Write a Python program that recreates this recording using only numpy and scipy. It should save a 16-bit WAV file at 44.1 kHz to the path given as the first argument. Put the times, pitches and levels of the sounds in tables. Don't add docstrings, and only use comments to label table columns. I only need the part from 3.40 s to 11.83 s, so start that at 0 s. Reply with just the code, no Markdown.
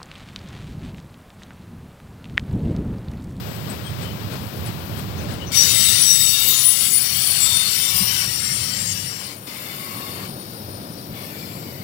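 import sys
import numpy as np
from scipy import signal
from scipy.fft import rfft, irfft, next_fast_len
from scipy.io import wavfile
from scipy.ndimage import uniform_filter1d

SR = 44100
rng = np.random.default_rng(int(sys.argv[2]) if len(sys.argv) > 2 else 0)


def dump_mix(stems):
    frames = np.atleast_2d(stems).T
    limited = np.clip(frames, -1, 1)
    pcm = np.round(limited * 32767).astype(np.int16)
    wavfile.write(sys.argv[1], SR, pcm)


N = 371763
TIME = np.arange(N) / SR
TICKS = np.linspace(0, TIME[-1], 8192)
BITE_S, LET_GO_S = 2.117, 6.0


def from_db(db):
    return np.exp(np.log(10) / 20 * np.asarray(db))


def unit_power(x):
    return x / np.sqrt(np.mean(np.abs(x) ** 2) + 1e-20)


def in_time(rows):
    return np.interp(TIME, *np.transpose(rows))


def at_hz(points, hz):
    point_hz, value = np.transpose(points)
    return np.interp(np.log(np.maximum(hz, 1)), np.log(point_hz), value)


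def held(start_s, end_s, attack_s, release_s):
    return np.clip(np.minimum((TIME - start_s) / attack_s, (end_s - TIME) / release_s), 0, 1)


def delayed(x, lag_s):
    return np.pad(x, (round(lag_s * SR), 0))[:N]


def pan(left_over_right_db):
    ratio = from_db(left_over_right_db)
    return np.array([2 * ratio, np.full_like(ratio, 2)]) / (1 + ratio)


def shelf(x, edge_hz, db):
    low = signal.sosfiltfilt(signal.butter(2, edge_hz, fs=SR, output="sos"), x)
    return x + (from_db(db) - 1) * low


def wander(width_hz):
    hz = np.fft.fftfreq(len(TICKS), TICKS[1])
    white = rng.standard_normal(len(hz)) + 1j * rng.standard_normal(len(hz))
    return unit_power(np.fft.ifft(white / (1 + (hz / width_hz) ** 2)))


def noise(colour, coherence, flutter_db, flutter_hz):
    size = next_fast_len(N, real=True)
    shape = from_db(at_hz(colour, np.fft.rfftfreq(size, 1 / SR))).astype(np.float32)
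    white = rng.standard_normal((2, size), dtype=np.float32)
    mid, side = irfft(rfft(white) * shape, size)[:, :N]
    mid, side = np.sqrt(1 + coherence) * mid, np.sqrt(1 - coherence) * side
    flutter = np.interp(TIME, TICKS, from_db(flutter_db * wander(flutter_hz).real))
    return unit_power(np.array([mid + side, mid - side]) * flutter)


def bursts(rows, rough, width_hz, settle_s):
    out, unrest = np.zeros(N), wander(width_hz)
    for centre_s, half_s, hz, db in rows:
        modulation = unit_power(1 + rough * min(1, settle_s / half_s) * unrest)
        on = slice(*np.searchsorted(TIME, [centre_s - half_s, centre_s + half_s]))
        swell = np.cos(np.pi / 2 * (TIME[on] - centre_s) / half_s) ** 2
        tone = np.interp(TIME[on], TICKS, modulation) * np.exp(2j * np.pi * hz * TIME[on])
        out[on] += from_db(db) * swell * tone.real
    return out


# time in seconds, level in dB before the bass shelf.
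BOOM_LEVEL = [(0.1, -32), (0.99, -31), (1.11, -39), (1.32, -29), (1.38, -35.5), (1.85, -32), (3.29, -43),
              (4.14, -39.5), (4.49, -44.5), (4.54, -36.5), (5.64, -33.5), (5.66, -41), (5.91, -45.5),
              (7.5, -36), (7.64, -43), (7.73, -34.5), (7.82, -42.5), (8.35, -39)]
# frequency in Hz, relative density in dB.
BOOM_SPECTRUM = [(20, -45), (32, -37), (50, -21), (64, -11), (80, -4), (102, 2.5), (130, 0), (190, -3.5),
                 (250, -21.5), (400, -26.5), (900, -73.5)]
# time in seconds, shelf gain in dB.
BOOM_BASS = [(0, -6), (1.3, 11), (3.6, 8), (5.8, -2), (6.6, -5), (8.43, -11)]
# time in seconds, left over right in dB before a small rightward shift.
BOOM_SIDE = [(0.1, -8.5), (3.27, -10), (3.38, -7), (3.82, 6.5), (6.17, 1.5), (8.35, 3.5)]


def rumble(bass_edge_hz=70, rightward_db=.7):
    boom = noise(BOOM_SPECTRUM, coherence=0.93, flutter_db=1.5, flutter_hz=9.7)
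    boom = shelf(from_db(in_time(BOOM_LEVEL)) * boom, bass_edge_hz, in_time(BOOM_BASS))
    return pan(in_time(BOOM_SIDE) - rightward_db) * (boom + knocks())


# time in seconds, level in dB before gain and scuffs.
ROAR_LEVEL = [(0.05, -42), (0.3, -41.5), (0.42, -44), (1.93, -40.5), (2.98, -51), (3.12, -46.5),
              (3.26, -55), (3.42, -47.5), (3.47, -51), (5.75, -49), (6.91, -42), (8.4, -43)]
# frequency in Hz, relative density in dB.
ROAR_SPECTRUM = [(80, -16), (130, 3.5), (190, 7), (310, 2.5), (430, -0.5), (580, -1), (780, -6.5),
                 (1000, -9), (1500, -15), (3000, -38), (8000, -45)]


def rolling(gain_db=5.5, scuff_lift_db=2.5):
    scuffs = scuffing()
    level_db = in_time(ROAR_LEVEL) + gain_db + scuff_lift_db * scuffs / scuffs.max()
    return from_db(level_db) * noise(ROAR_SPECTRUM, coherence=1.0, flutter_db=1.3, flutter_hz=23)


# time in seconds, level in dB without the scuffs.
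HISS_LEVEL = [(0, -39), (2.1, -39.5), (3.2, -62), (5.9, -44.5), (7.6, -45), (8.43, -56)]
# time in seconds, level in dB before gain.
SIZZLE_LEVELS = [
    [(0.0, -50), (0.08, -52), (0.37, -51), (0.41, -57), (1.24, -49.5), (1.31, -53), (1.59, -48),
     (1.74, -56), (2.09, -66)],
    [(5.98, -50), (6.23, -42), (6.69, -42), (6.94, -48), (7.23, -47), (7.52, -50.5), (7.84, -44.5),
     (8.38, -46.5), (8.4, -49)],
]
# frequency in Hz, relative density in dB.
HISS_SPECTRUM = [(400, -10), (900, 2), (1350, 1), (2000, -2), (3100, -1.5), (4400, -3), (5400, -6),
                 (6300, -12), (8200, -11), (9300, -15), (11700, -18), (15700, -7)]
SIZZLE_SPECTRUM = [(7000, -35), (10500, -7), (11700, -8), (12500, 2), (13700, 5), (14500, -1),
                   (15700, -7.5)]


def rails(sizzle_gain_db=4.5):
    hiss_gain = np.hypot(from_db(in_time(HISS_LEVEL)), scuffing())
    sizzle_gain = from_db(in_time(np.vstack(SIZZLE_LEVELS)) + sizzle_gain_db)
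    hiss = noise(HISS_SPECTRUM, coherence=0.35, flutter_db=0.6, flutter_hz=70)
    sizzle = noise(SIZZLE_SPECTRUM, coherence=0.35, flutter_db=0.5, flutter_hz=60)
    return hiss_gain * hiss + sizzle_gain * sizzle


# centre in seconds, half length in seconds, frequency in Hz, level in dB.
SQUEAK_TONES = [(.13, .098, 7900, -49), (.47, 0.052, 3170, -37), (.47, 0.065, 8550, -42.5),
                (.68, .063, 3050, -36.5), (1.265, 0.024, 9870, -38), (1.585, .023, 9850, -41),
                (1.8, .03, 6100, -44), (2.03, 0.054, 2960, -35.5), (2.085, .035, 5930, -35.5),
                (2.14, .035, 2240, -29.5), (2.14, 0.023, 4700, -41), (2.14, .033, 7450, -32),
                (4.0, 0.58, 4360, -32.5), (4.6, 0.21, 1098, -39), (6.45, 0.69, 7530, -47),
                (6.55, .25, 14200, -47), (6.56, 0.31, 1100, -36.5), (6.82, 0.099, 1130, -38.5),
                (7.6, .16, 5570, -49), (7.85, .12, 10420, -44), (7.86, .12, 8500, -49),
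                (8.13, 0.34, 7480, -47)]
CHIRP_HZ, CHIRP_HALF_S = 8100, 0.019
CHATTER_PER_S, CHATTER_HALF_S, CHATTER_DB = 9, 0.027, -49.5


def squeaks(chatter_hz=10630, spread_hz=300):
    chirps = [(centre_s, CHIRP_HALF_S, CHIRP_HZ, db) for centre_s, _, db in TREAD_SCUFFS]
    draws = rng.random((round(CHATTER_PER_S * BITE_S), 2))
    chatter = [(BITE_S * when, CHATTER_HALF_S, chatter_hz + spread_hz * (2 * pitch - 1), CHATTER_DB)
               for when, pitch in draws]
    return bursts(SQUEAK_TONES + chirps + chatter, rough=2.5, width_hz=135, settle_s=.12)


# centre in seconds, hiss level in dB, chirp level in dB.
TREAD_SCUFFS = [(.31, -38.5, -32), (.63, -37, -38), (.945, -37.5, -41), (1.275, -38.5, -38),
                (1.59, -39.5, -38), (1.81, -39.5, -54), (1.92, -37.5, -45)]


def scuffing(half_s=0.048):
    swells = sum(from_db(db) * np.exp(-((TICKS - centre_s) / half_s) ** 2)
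                 for centre_s, db, _ in TREAD_SCUFFS)
    return np.interp(TIME, TICKS, swells)


SPEED_M_PER_S, NEAREST_M, ABREAST_S, SOUND_M_PER_S = 9.0, 11.3, 3.57, 343


def passing():
    to_go_m = SPEED_M_PER_S * (ABREAST_S - TIME)
    distance_m = np.hypot(to_go_m, NEAREST_M)
    return to_go_m / distance_m, 20 * np.log10(distance_m / NEAREST_M)


# time in seconds, level in dB before gain, pressure and shelf.
GRIND_LEVEL = [(2.17, -25), (2.58, -25), (2.7, -30), (3.2, -27), (3.26, -31.5), (3.47, -28), (3.51, -33.5),
               (3.97, -30), (4.85, -31), (4.87, -34.5), (5.33, -34.5), (5.93, -44.5)]
# frequency in Hz, relative density in dB.
GRIND_SPECTRUM = [(400, -22.5), (800, -14.5), (1200, -9), (1600, -9.5), (2100, -2.5), (2580, -6),
                  (2780, 2.5), (3400, -2), (4000, -1.5), (4700, 4.5), (5500, -1.5), (6300, -5.5),
                  (10000, -5), (15700, -9)]


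def grinding(gain_db=6, touch_share=.45, body_hz=2280, body_front_db=-4.5):
    touch = held(BITE_S, LET_GO_S, attack_s=.002, release_s=.07)
    clamp = held(BITE_S, LET_GO_S, attack_s=.048, release_s=.07) ** 2
    pressure = touch_share * touch + (1 - touch_share) * clamp
    strength = from_db(in_time(GRIND_LEVEL) + gain_db) * pressure
    grind = strength * noise(GRIND_SPECTRUM, coherence=0.43, flutter_db=-0.6, flutter_hz=160)
    bearing, _ = passing()
    return shelf(grind, body_hz, body_front_db * bearing)


def ringing(friction, depth_db=4.0, life_s=0.1):
    _, frame_s, frames = signal.stft(friction.astype(np.float32), SR, nperseg=1024)
    retained = np.exp(-frame_s[1] / life_s)
    swells = signal.lfilter([1], [1, -retained], rng.standard_normal(frames.shape[1:]))
    swells = unit_power(uniform_filter1d(swells, size=2, axis=0))
    return signal.istft(frames * unit_power(from_db(depth_db * swells)), SR)[1][:, :N]


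GROUP_RADIATION = { "low": (-28.5, 1.0, 4, -9), "lead": (-25, 1.5, 2.5, -6.5),
                   "3.7": (-40, -0.3, 15.5, -30), "5.7": (-34, 0, 4.5, -20), "6.7": (-33, 0.9, 3, -13),
                   "7.7": (-33.5, 0.37, 4, -28), "8.7": (-38.5, 1.3, 11.5, -14),
                   "top": (-27.5, 2.3, 5.5, -12)}
# centre in seconds, half length in seconds, group, boost in dB.
GROUP_FLARES = [(2.208, .08, "5.7", 14.5), (2.33, 0.26, "6.7", 16), (2.5, 0.27, "8.7", 8.5),
                (2.456, 0.086, "lead", 3), (2.625, 0.038, "lead", 7.5), (2.704, 0.15, "5.7", 14),
                (2.784, 0.28, "7.7", 10), (2.994, 0.72, "3.7", 8), (3.093, 0.42, "top", 3),
                (3.16, 0.13, "6.7", 15.5), (3.283, 0.14, "lead", 10.5), (3.574, .1, "lead", 7),
                (3.92, .08, "lead", 8.5), (4.023, 0.12, "7.7", 10), (4.14, 0.22, "3.7", 23),
                (4.47, 0.18, "3.7", 21), (4.5, .1, "6.7", 5), (4.562, 0.28, "top", 10.5),
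                (4.51, 0.17, "5.7", 7), (4.98, 0.43, "5.7", 5.5), (4.6, 0.12, "lead", 7.5),
                (5.032, 0.19, "lead", 4.5), (6.4, 0.14, "lead", 3.5), (5.453, 0.16, "7.7", 10.5),
                (5.478, 0.11, "6.7", 12)]
BUILD_S, DIE_S = 0.052, 0.48
LINGER_END_S, LINGER_DROP_S, LINGER_DROP_DB = 7.72, 0.15, -5


def mode_strength(group, bearing, distance_db, flicker_db=3, flicker_hz=7.9):
    base_db, falloff, front_db, linger_db = GROUP_RADIATION[group]
    flare_db = sum(boost_db * np.cos(np.pi / 2 * np.clip((TICKS - centre_s) / half_s, -1, 1)) ** 2
                   for centre_s, half_s, name, boost_db in GROUP_FLARES if name == group)
    unrest_db = np.interp(TIME, TICKS, flare_db + flicker_db * wander(flicker_hz).real)
    drop_db = LINGER_DROP_DB * (1 - held(-np.inf, LINGER_END_S, 1, LINGER_DROP_S))
    linger = from_db(linger_db + drop_db) * held(BITE_S, np.inf, BUILD_S, DIE_S)
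    drive = np.maximum(held(BITE_S, LET_GO_S, BUILD_S, DIE_S), linger)
    return from_db(base_db - falloff * distance_db + front_db * bearing + unrest_db) * drive


WHEEL_MODES = { "low": [(1198, -38, 0.21), (1327, -24.5, 0.5), (1932, -28, 0.07), (2267, -18, 0.16),
               (2830, -23.5, 0.23), (3120, -18.5, 0), (4456, -14, 0.47), (4700, -19.5, 0.44)],
               "lead": [(9722, -0.5, 0.88)], "3.7": [(3530, -12.5, 0.8), (3673, -4, 0.7)],
               "5.7": [(5655, -8.5, 0.81), (5728, 0.5, 0.87)], "6.7": [(6750, -7, 0.53)],
               "7.7": [(7720, 0, 0.8), (7790, -10, 0.4)], "8.7": [(8730, 0.5, 1), (8850, -19, .5)],
               "top": [(10660, -12, 0.9), (11600, -22, 0.8), (11640, -14.5, 0.6), (12360, -13, 0.5),
               (12470, -12, 0.7), (13000, -17, 0.3), (13500, -16, .5), (13500, -10, 0.3), (13000, -17, 0.6),
               (13700, -17, .3), (14000, -18, .4), (14315, -24, 0.9), (14800, -17, 0.7), (14800, -14, 0.7),
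               (14900, -15, .3), (15206, -12, .5), (15430, -6.5, 0.7), (15700, -19, 0.7)]}


def squeal(line_hz=14, skirt_hz=135, swell_db=6.0, swell_hz=1.3):
    bearing, distance_db = passing()
    wheel_time = np.cumsum(1 / (1 - bearing * SPEED_M_PER_S / SOUND_M_PER_S)) / SR
    scatter = .44 * np.interp(TICKS, [3.6, 6], [1, 1.45])
    out = np.zeros(N)
    for group, modes in WHEEL_MODES.items():
        strength = mode_strength(group, bearing, distance_db)
        on = np.flatnonzero(strength)
        t, gain = TIME[on], np.sqrt(2) * strength[on]
        for hz, db, steady in modes:
            line = np.sqrt(steady) + np.sqrt(1 - steady) * wander(line_hz)
            skirt = scatter * wander(skirt_hz)
            swell = unit_power(from_db((1 - steady) * swell_db * wander(swell_hz).real))
            phasor = (line + skirt) * swell
            phase = 2 * np.pi * hz * wheel_time[on] + np.interp(t, TICKS, np.unwrap(np.angle(phasor)))
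            out[on] += gain * from_db(db) * np.interp(t, TICKS, np.abs(phasor)) * np.cos(phase)
    return out


# centre in seconds, half length in seconds, frequency in Hz, level in dB.
WAGON_KNOCKS = [(2.28, .02, 419, -41), (4.62, 0.027, 193, -24), (6.08, 0.011, 319, -31.5),
                (7.72, 0.023, 146, -31)]


def knocks():
    return bursts(WAGON_KNOCKS, rough=0.41, width_hz=140, settle_s=0.055)


# start, end and attack in seconds, starting level in dB, fade in dB per second.
BRAKE_RUBS = [(5.506, 5.98, 0.3, -39.5, -1), (6.065, 6.93, 0.011, -34.5, 3),
              (7.687, 8.6, 0.087, -37.5, 6.5)]
# frequency in Hz, relative density in dB.
RUB_SPECTRUM = [(400, -33), (700, -4.5), (1150, -3), (1600, -5.5), (1950, -1), (2150, 5.5), (2500, -4),
                (2900, 0.5), (3250, -7), (3600, 1.5), (3950, -9.5), (4350, 3), (5500, -6), (6300, -10.5),
                (15000, -12)]


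def rubbing(release_s=0.073):
    strength = sum(from_db(db - fade * (TIME - start_s)) * held(start_s, end_s, attack_s, release_s)
                   for start_s, end_s, attack_s, db, fade in BRAKE_RUBS)
    return strength * noise(RUB_SPECTRUM, coherence=0.12, flutter_db=-0.7, flutter_hz=100)


# frequency in Hz, relative density in dB.
DRAG_SPECTRUM = [(2500, -35), (3700, -4), (4320, -3), (5000, -4.5), (5620, -6), (6200, -20.5), (12000, -20)]


def far_brakes(start_s=6.6, level_db=-43.5, fade_db_per_s=2.6):
    onset = held(start_s, np.inf, attack_s=0.34, release_s=1)
    strength = from_db(level_db - fade_db_per_s * (TIME - start_s)) * onset
    return strength * noise(DRAG_SPECTRUM, coherence=0.25, flutter_db=0.5, flutter_hz=25)


# time in seconds, left over right in dB.
SHADOW_DEPTH = [(0, 27.5), (4.75, 24.5), (5.42, 23.5), (6.1, 9.5), (8.43, 10.5)]
# frequency in Hz, multiple of that difference.
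SHADOW_BY_PITCH = [(120, .1), (250, .3), (500, .48), (1000, .68), (2000, .88), (4000, 1.12), (6000, 1.4),
                   (8000, 1.7), (10000, 1.4), (11500, 1.2), (13200, .8), (15500, 1.35)]


def shadow(x):
    hz, frame_s, frames = signal.stft(x, SR, nperseg=512)
    depth_db = np.interp(frame_s, *np.transpose(SHADOW_DEPTH))
    side_db = np.outer(at_hz(SHADOW_BY_PITCH, hz), depth_db)
    return signal.istft(frames * pan(side_db), SR)[1][:, :N]


def scene(reflection_s=.011, left_lag_s=.00034):
    boom = rumble()
    friction = rolling() + rails() + ringing(grinding() + rubbing() + far_brakes())
    tones = squeal() + squeaks()
    right_tones = .5 * tones + 0.61 * delayed(tones, reflection_s)
    left, right = boom + shadow(friction + np.array([tones, right_tones]))
    return np.array([delayed(left, left_lag_s), right])


def record(dry, ceiling=.97, cutoff_hz=15900):
    rounded = dry / (1 + (dry / ceiling) ** 8) ** (1 / 8)
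    low_pass = signal.ellip(14, .1, 80, cutoff_hz, fs=SR, output="sos")
    return signal.sosfilt(low_pass, rounded)


dry = scene()
out = record(dry)
dump_mix(out)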